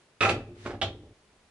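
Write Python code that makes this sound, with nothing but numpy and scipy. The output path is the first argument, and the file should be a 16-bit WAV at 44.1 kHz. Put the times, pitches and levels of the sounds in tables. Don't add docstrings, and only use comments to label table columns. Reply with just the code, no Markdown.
import sys
import numpy as np
from scipy import signal
from scipy.fft import rfft, irfft
from scipy.io import wavfile
from scipy.ndimage import uniform_filter1d

SR = 44100
rng = np.random.default_rng(int(sys.argv[2]) if len(sys.argv) > 2 else 0)


def wrap_up_sound(samples):
    columns = np.atleast_2d(samples).T
    tamed = np.clip(columns, -1, 1)
    steps = np.round(tamed * 32767).astype(np.int16)
    wavfile.write(sys.argv[1], SR, steps)


def makeup_ratio(level_db):
    decades = np.asarray(level_db, float) / 20
    return 10 ** decades


N = 66150
T = np.arange(N) / SR
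CHANGE_S = 1.135


def evened(x):
    return x / np.sqrt(np.mean(x ** 2) + 1e-20)


def read(points, hz):
    f, value = np.transpose(points)
    return np.interp(np.log(hz + 1), np.log(f + 1), value)


def curve(points):
    s, db = np.transpose(points)
    return makeup_ratio(np.interp(T, s, db, left=-120, right=-120))


def shaped(x, gain):
    spectrum = rfft(x, 2 * N) * gain(np.fft.rfftfreq(2 * N, 1 / SR))
    return irfft(spectrum, 2 * N)[..., :N]


# f/Hz, level/dB
AIR = [(20, 4), (100, 0), (200, 0), (420, -2), (1000, -6), (2000, -8), (4000, -12), (10900, -20)]
# f/Hz, correlation/1
AIR_SAME = [(60, .99), (300, .9), (1000, .6), (4000, .1), (11000, .1)]
AIR_DB = -64
FADING_DB, FADING_S = 3, .06
LATE_DB, LATE_HUM_DB = 1, -66


def air():
    a, b, c = rng.standard_normal((3, N))
    same = lambda hz: np.clip(read(AIR_SAME, hz), -1, 1)
    other = shaped(a, same) + shaped(b, lambda hz: np.sqrt(1 - same(hz) ** 2))
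    tone = evened(shaped(np.array([a, other]), lambda hz: makeup_ratio(read(AIR, hz))))
    late = T > CHANGE_S
    level_db = AIR_DB + FADING_DB * np.exp(-T / FADING_S) + LATE_DB * late
    drone = evened(shaped(c, lambda hz: hz / (8 + hz) / (1 + (hz / 40) ** 2)))
    return makeup_ratio(level_db) * tone + late * makeup_ratio(LATE_HUM_DB) * drone


# f/Hz, t60/s
SHOP = [(100, .5), (400, .3), (1300, .2), (2500, .2), (4000, .18), (6000, .16), (10000, .15)]
# f/Hz, level/dB
WET = [(100, -4), (350, 0.5), (800, 0.5), (2500, 3), (4000, 7.5), (9000, 12)]
FAR_DB, FAR_LONGER = -22, 3.02


def shop(x):
    taps = np.zeros((2, SR // 2))
    at = np.arange(100, SR // 2 - 20, 20)
    at = at + rng.integers(0, 20, (2, len(at)))
    np.put_along_axis(taps, at, rng.choice([-1., 1.], at.shape), 1)
    hz, t, z = signal.stft(taps, SR, nperseg=512)
    apart = np.clip((hz / 1500) ** 1.5, .005, 1)[:, None]
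    z = np.array([z[0], np.sqrt(1 - apart ** 2) * z[0] + apart * z[1]])
    fall_db = -60 * t / read(SHOP, hz)[:, None]
    fall = makeup_ratio(fall_db) + makeup_ratio(FAR_DB + fall_db / FAR_LONGER)
    tail = signal.istft(z * makeup_ratio(read(WET, hz)[:, None]) * fall, SR, nperseg=512)[1]
    return signal.fftconvolve(x[None], tail / 12, axes=1)[:, :N]


def ring(modes, longest=1, spread=0, count=1):
    t = T[:SR // 2, None]
    detune = 1 + spread * np.sin(np.e * np.arange(count))
    h = 0
    for hz, db, t60 in modes:
        t60 = np.clip(t60, .01, min(longest, 60 / hz + 0.041))
        h = h + makeup_ratio(db - 60 * t / t60) * np.sin(2 * np.pi * hz * t * detune)
    h = h.sum(1)
    return h / abs(h).max()


# f/Hz, level/dB, t60/s
BENCH = [(47, -4.5, .4), (80.5, -8.5, 0.25), (104.3, -4.5, 0.61), (124.7, -2, 0.082), (174.7, -4.5, 0.049),
         (253, -7, .08), (315.3, -6, 0.15), (357.2, 0.5, .25), (422.7, 6.5, 0.053), (496, -0.5, 0.054),
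         (572.4, 0.5, 0.066), (648.5, -6.5, 0.064), (708.6, -5, 0.082), (785, -0.5, 0.079)]
# t/s, level/dB
BUMPS = [
    (0.493, -36.5),
    (0.567, -40.5),
    (0.904, -31),
    (0.951, -37),
    (1.035, -37.5),
    (1.059, -43),
    (1.071, -41),
    (1.11, -43.5),
]
# t/s, level/dB
RUMBLE = [(.32, -30.5), (.39, -40.5), (.446, -44.5), (.52, -44), (.6, -56), (.64, -49), (.664, -41.5),
          (.726, -38), (.752, -37), (.792, -55), (.82, -48), (.84, -32.5), (.9, -41.5), (.94, -52.5),
          (1.02, -53), (1.04, -46.5), (1.13, -59.5)]
RUMBLE_DB = -1


def bench_top(blows):
    soft = sum(makeup_ratio(db) * np.exp(-((T - s) / 0.00045) ** 2) / 20 for s, db in BUMPS)
    knocks = signal.fftconvolve(blows + soft, ring(BENCH))[:N]
    lumps = makeup_ratio(1.5 * evened(uniform_filter1d(rng.standard_normal(N), size=900)))
    tremble = signal.fftconvolve(lumps * rng.standard_normal(N), ring(BENCH, 0.4))[:N]
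    tremble = shaped(tremble, lambda hz: 1 / (1 + (hz / 380) ** 4))
    swell = uniform_filter1d(curve(RUMBLE), size=900)
    return knocks + makeup_ratio(RUMBLE_DB) * swell * evened(tremble)


# t/s, level/dB
SLIDE = [
    (.55, -65.5),
    (.6, -56),
    (.66, -51.5),
    (.7, -64),
    (.77, -96),
]
# f/Hz, level/dB
GRIT = [(500, -1), (1000, 3.5), (1900, 8.5), (2600, 3.5), (3800, 3), (6000, -2.5), (11000, -11.5)]


def slide():
    grit = rng.standard_normal((2, N)) * makeup_ratio(0.83 * rng.exponential(1, N))
    scuff = shaped(grit + 0.035 * grit[::-1], lambda hz: makeup_ratio(read(GRIT, hz)))
    return curve(SLIDE) * evened(scuff)


def burst(start, db, length, top_hz):
    t = np.maximum(T - start, 0)
    x = (T >= start) * np.exp(-t / max(length, 3e-4)) * rng.standard_normal(N)
    r = np.exp(-2 * np.pi * top_hz / SR)
    return makeup_ratio(db) * signal.lfilter([1 - r], [1, -r], x / np.linalg.norm(x))


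REBOUND_S, REBOUND_DB = 0.0015966, -7


def tap(start, db, top_hz):
    r = np.exp(-2 * np.pi * top_hz / SR)
    n = np.arange(N) - round(start * SR)
    push = (n == 0) + makeup_ratio(REBOUND_DB) * (n == round(REBOUND_S * SR))
    return makeup_ratio(db) * signal.lfilter([1 - r], [1, -r], push)


SPOT_DB, SPOT_WIDTH = 6.5, 0.33


def favour(x, spot_hz):
    r = np.exp(-np.pi * SPOT_WIDTH * spot_hz / SR)
    poles = [1, -2 * r * np.cos(2 * np.pi * spot_hz / SR), r * r]
    band = signal.lfilter([(1 - r * r) / 2, 0, (r * r - 1) / 2], poles, x)
    return x + makeup_ratio(SPOT_DB) * band


DULL_HZ, DULL_DB = 9000, 11
LONGEST_S, LOOSE = .06, .45
SPREAD = .045
CRACK_S = 0.0073
PAN_HZ, BLOW_LOW_HZ = 720, 110


def struck(blows, modes, colour, crack_db, tilt_db, pan_db, count):
    hardest_db = max(blow[1] for blow in blows)
    pushes, cracks, into_bench = 0, 0, 0
    for s, db, bench_db, spot_hz in blows:
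        top_hz = DULL_HZ * 2 ** ((db - hardest_db) / DULL_DB)
        push = favour(tap(s, db, top_hz), spot_hz)
        pushes = pushes + push
        into_bench = into_bench + push * makeup_ratio(bench_db)
        cracks = cracks + favour(burst(s, db, CRACK_S, top_hz), spot_hz)
    longest = LONGEST_S * (LOOSE if count > 1 else 1)
    body = signal.fftconvolve(pushes, ring(modes, longest, SPREAD, count))[:N]
    tilt = lambda hz: tilt_db * np.log2((hz + 50) / 1000)
    crack = shaped(cracks, lambda hz: makeup_ratio(crack_db + read(colour, hz) + tilt(hz)))
    thin = lambda hz: (1j * hz / (260 + 1j * hz)) ** 2
    lean = lambda hz: hz ** 2 / (hz ** 2 + PAN_HZ ** 2)
    sides = [shaped(body + crack, lambda hz: makeup_ratio(p * lean(hz)) * thin(hz)) for p in (pan_db, -pan_db)]
    return np.array(sides), shaped(into_bench, lambda hz: 1j * hz / (BLOW_LOW_HZ + 1j * hz))


# t/s, level/dB, share into bench/dB, favoured f/Hz
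DROP = [(.646, -55.5, 7, 350), (.653, -41.5, -2.5, 600), (.659, -36, 5, 1300), (.662, -33.5, 9, 280),
        (.667, -34.5, 7.5, 280), (.673, -41, 0, 900), (.679, -42.5, 13, 300), (.686, -46, 3, 590),
        (.692, -40, -2, 406), (.699, -44, 7.5, 407), (.706, -38, 8, 400), (.712, -43, 7, 800),
        (.721, -46, 8, 800), (.730, -48, -1, 900), (.738, -49.5, 20, 1000), (.745, -47, 3.5, 700),
        (.752, -47, 6, 600), (.77, -64, -11, 500)]
# f/Hz, level/dB, t60/s
WOOD = [(276, 16.5, 0.07), (306, 2, 0.078), (670, -9, 0.11), (1000, 0.5, 0.05), (1260, -1, 0.029),
        (1610, -3, 0.038), (1990, -6, 0.019), (2500, -7, 0.03), (3070, -50, 0.023)]
# f/Hz, level/dB
CRACK = [(60, -15.5), (300, 6.5), (1270, 10.5), (2500, 3.5), (4000, -6), (7000, -15), (11000, -27.5)]


def wood_drop():
    return struck(DROP, WOOD, CRACK, crack_db=20.5, tilt_db=1, pan_db=-3.0, count=3)


# t/s, level/dB, share into bench/dB, favoured f/Hz
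SNAP = [
    (.815, -20, -2.5, 3000),
    (.819, -18.5, -5.5, 3300),
    (.823, -21.5, -7.5, 664),
    (.828, -19, 2, 2950),
    (.834, -30.5, -2.5, 745),
    (.841, -29.5, 10, 152),
    (.855, -37, -17, 3160),
    (.863, -38, 4, 290),
    (.872, -51, -18, 3300),
    (.882, -34.5, 3.5, 315),
]
# f/Hz, level/dB, t60/s
STEEL = [(660, 6, .06), (680, 22, .06), (890, 13, .04), (1454, 15, .03), (2210, 19, .05), (2500, 11, .05),
         (2770, 18.5, .06), (2806, 15, .06), (3240, 17.5, .06), (3400, 16, .06), (3780, 13, .05),
         (4130, 3, .05), (5120, 10, .05), (7900, -16, .03)]
# f/Hz, level/dB
STEEL_CRACK = [(60, 17), (750, 7), (1800, 0), (2700, -3), (3600, -1), (4700, -15), (7000, -21),
               (11000, -50)]


def clamp_snap():
    return struck(SNAP, STEEL, STEEL_CRACK, crack_db=16.5, tilt_db=1.5, pan_db=-3.0, count=5)


# t/s, level/dB, share into bench/dB, favoured f/Hz
CLATTER = [(.207, -18.5, -7.5, 3590), (.210, -15.5, 2, 2500), (.214, -22.5, -3, 1260),
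           (.217, -18.5, -1, 430), (.2225, -19.5, -4, 2500), (.228, -14, 2.5, 2500),
           (.233, -19.5, -1.5, 2500), (.237, -20, -4.5, 1260), (.247, -20, 8, 1260),
           (.2505, -15.5, 3, 2500), (.255, -23.5, 8, 1260), (.260, -19, 4.5, 790), (.266, -23, 3, 790),
           (.271, -21, -3.5, 790), (.277, -22.5, -7.5, 790), (.285, -21, 3, 400), (.291, -17, -6.5, 4720),
           (.294, -14.5, -11, 2500), (.300, -21.5, 9, 300), (.306, -27, 6.5, 2500), (.312, -27, 12, 2500),
           (.325, -34.5, 13, 570), (.336, -36, 8, 570), (.348, -31, 1.5, 400), (.365, -37, 6.5, 400),
           (.380, -43.5, 18.5, 110), (.405, -37.5, 1.5, 350)]
# f/Hz, level/dB, t60/s
CLAMP = [(1236, -0.5, 0.026), (1273, -2, 0.033), (1350, -7, 0.099), (933, 1, 0.02), (1674, -2.5, 0.04),
         (1790, -13, .05), (2450, -6, .05), (2000, -10, 0.04), (2546, -11.5, 0.15), (2626, -5, 0.031),
         (3280, -16.5, 0.12), (3597, -8.5, .03), (4860, -22, .05), (6870, -34.5, .015)]


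def clamp_clatter():
    return struck(CLATTER, CLAMP, CRACK, crack_db=10, tilt_db=3.0, pan_db=-3.5, count=1)


LEFT_LAG_S = 56e-6
LEVEL_DB = -1


def scene():
    clamp, clamp_blows = clamp_clatter()
    wood, wood_blows = wood_drop()
    steel, steel_blows = clamp_snap()
    bench = bench_top(clamp_blows + wood_blows + steel_blows)
    direct = clamp + wood + steel + bench + slide()
    wet = sum(shop(x) for x in (clamp.mean(0), wood.mean(0), steel.mean(0), bench))
    near = [shaped(side, lambda hz: np.exp(-1j * np.pi * sign * LEFT_LAG_S * hz))
            for side, sign in zip(direct, (1, -1))]
    present = np.clip((CHANGE_S - T) / .005, 0, 1)
    return makeup_ratio(LEVEL_DB) * (np.array(near) + wet) * present + air()


def band_limit(x):
    return signal.sosfilt(signal.butter(12, 11720, fs=SR, output="sos"), x)


def record(dry):
    low_hz, top_hz, ceiling = 43.5, 11050, .5
    x = shaped(dry, lambda hz: (1j * hz / (low_hz + 1j * hz)) ** 2)
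    x = ceiling * np.tanh(x / ceiling)
    x = shaped(x, lambda hz: 1 / (1 + (hz / top_hz) ** 120))
    return band_limit(x)


dry = scene()
out = record(dry)
wrap_up_sound(out)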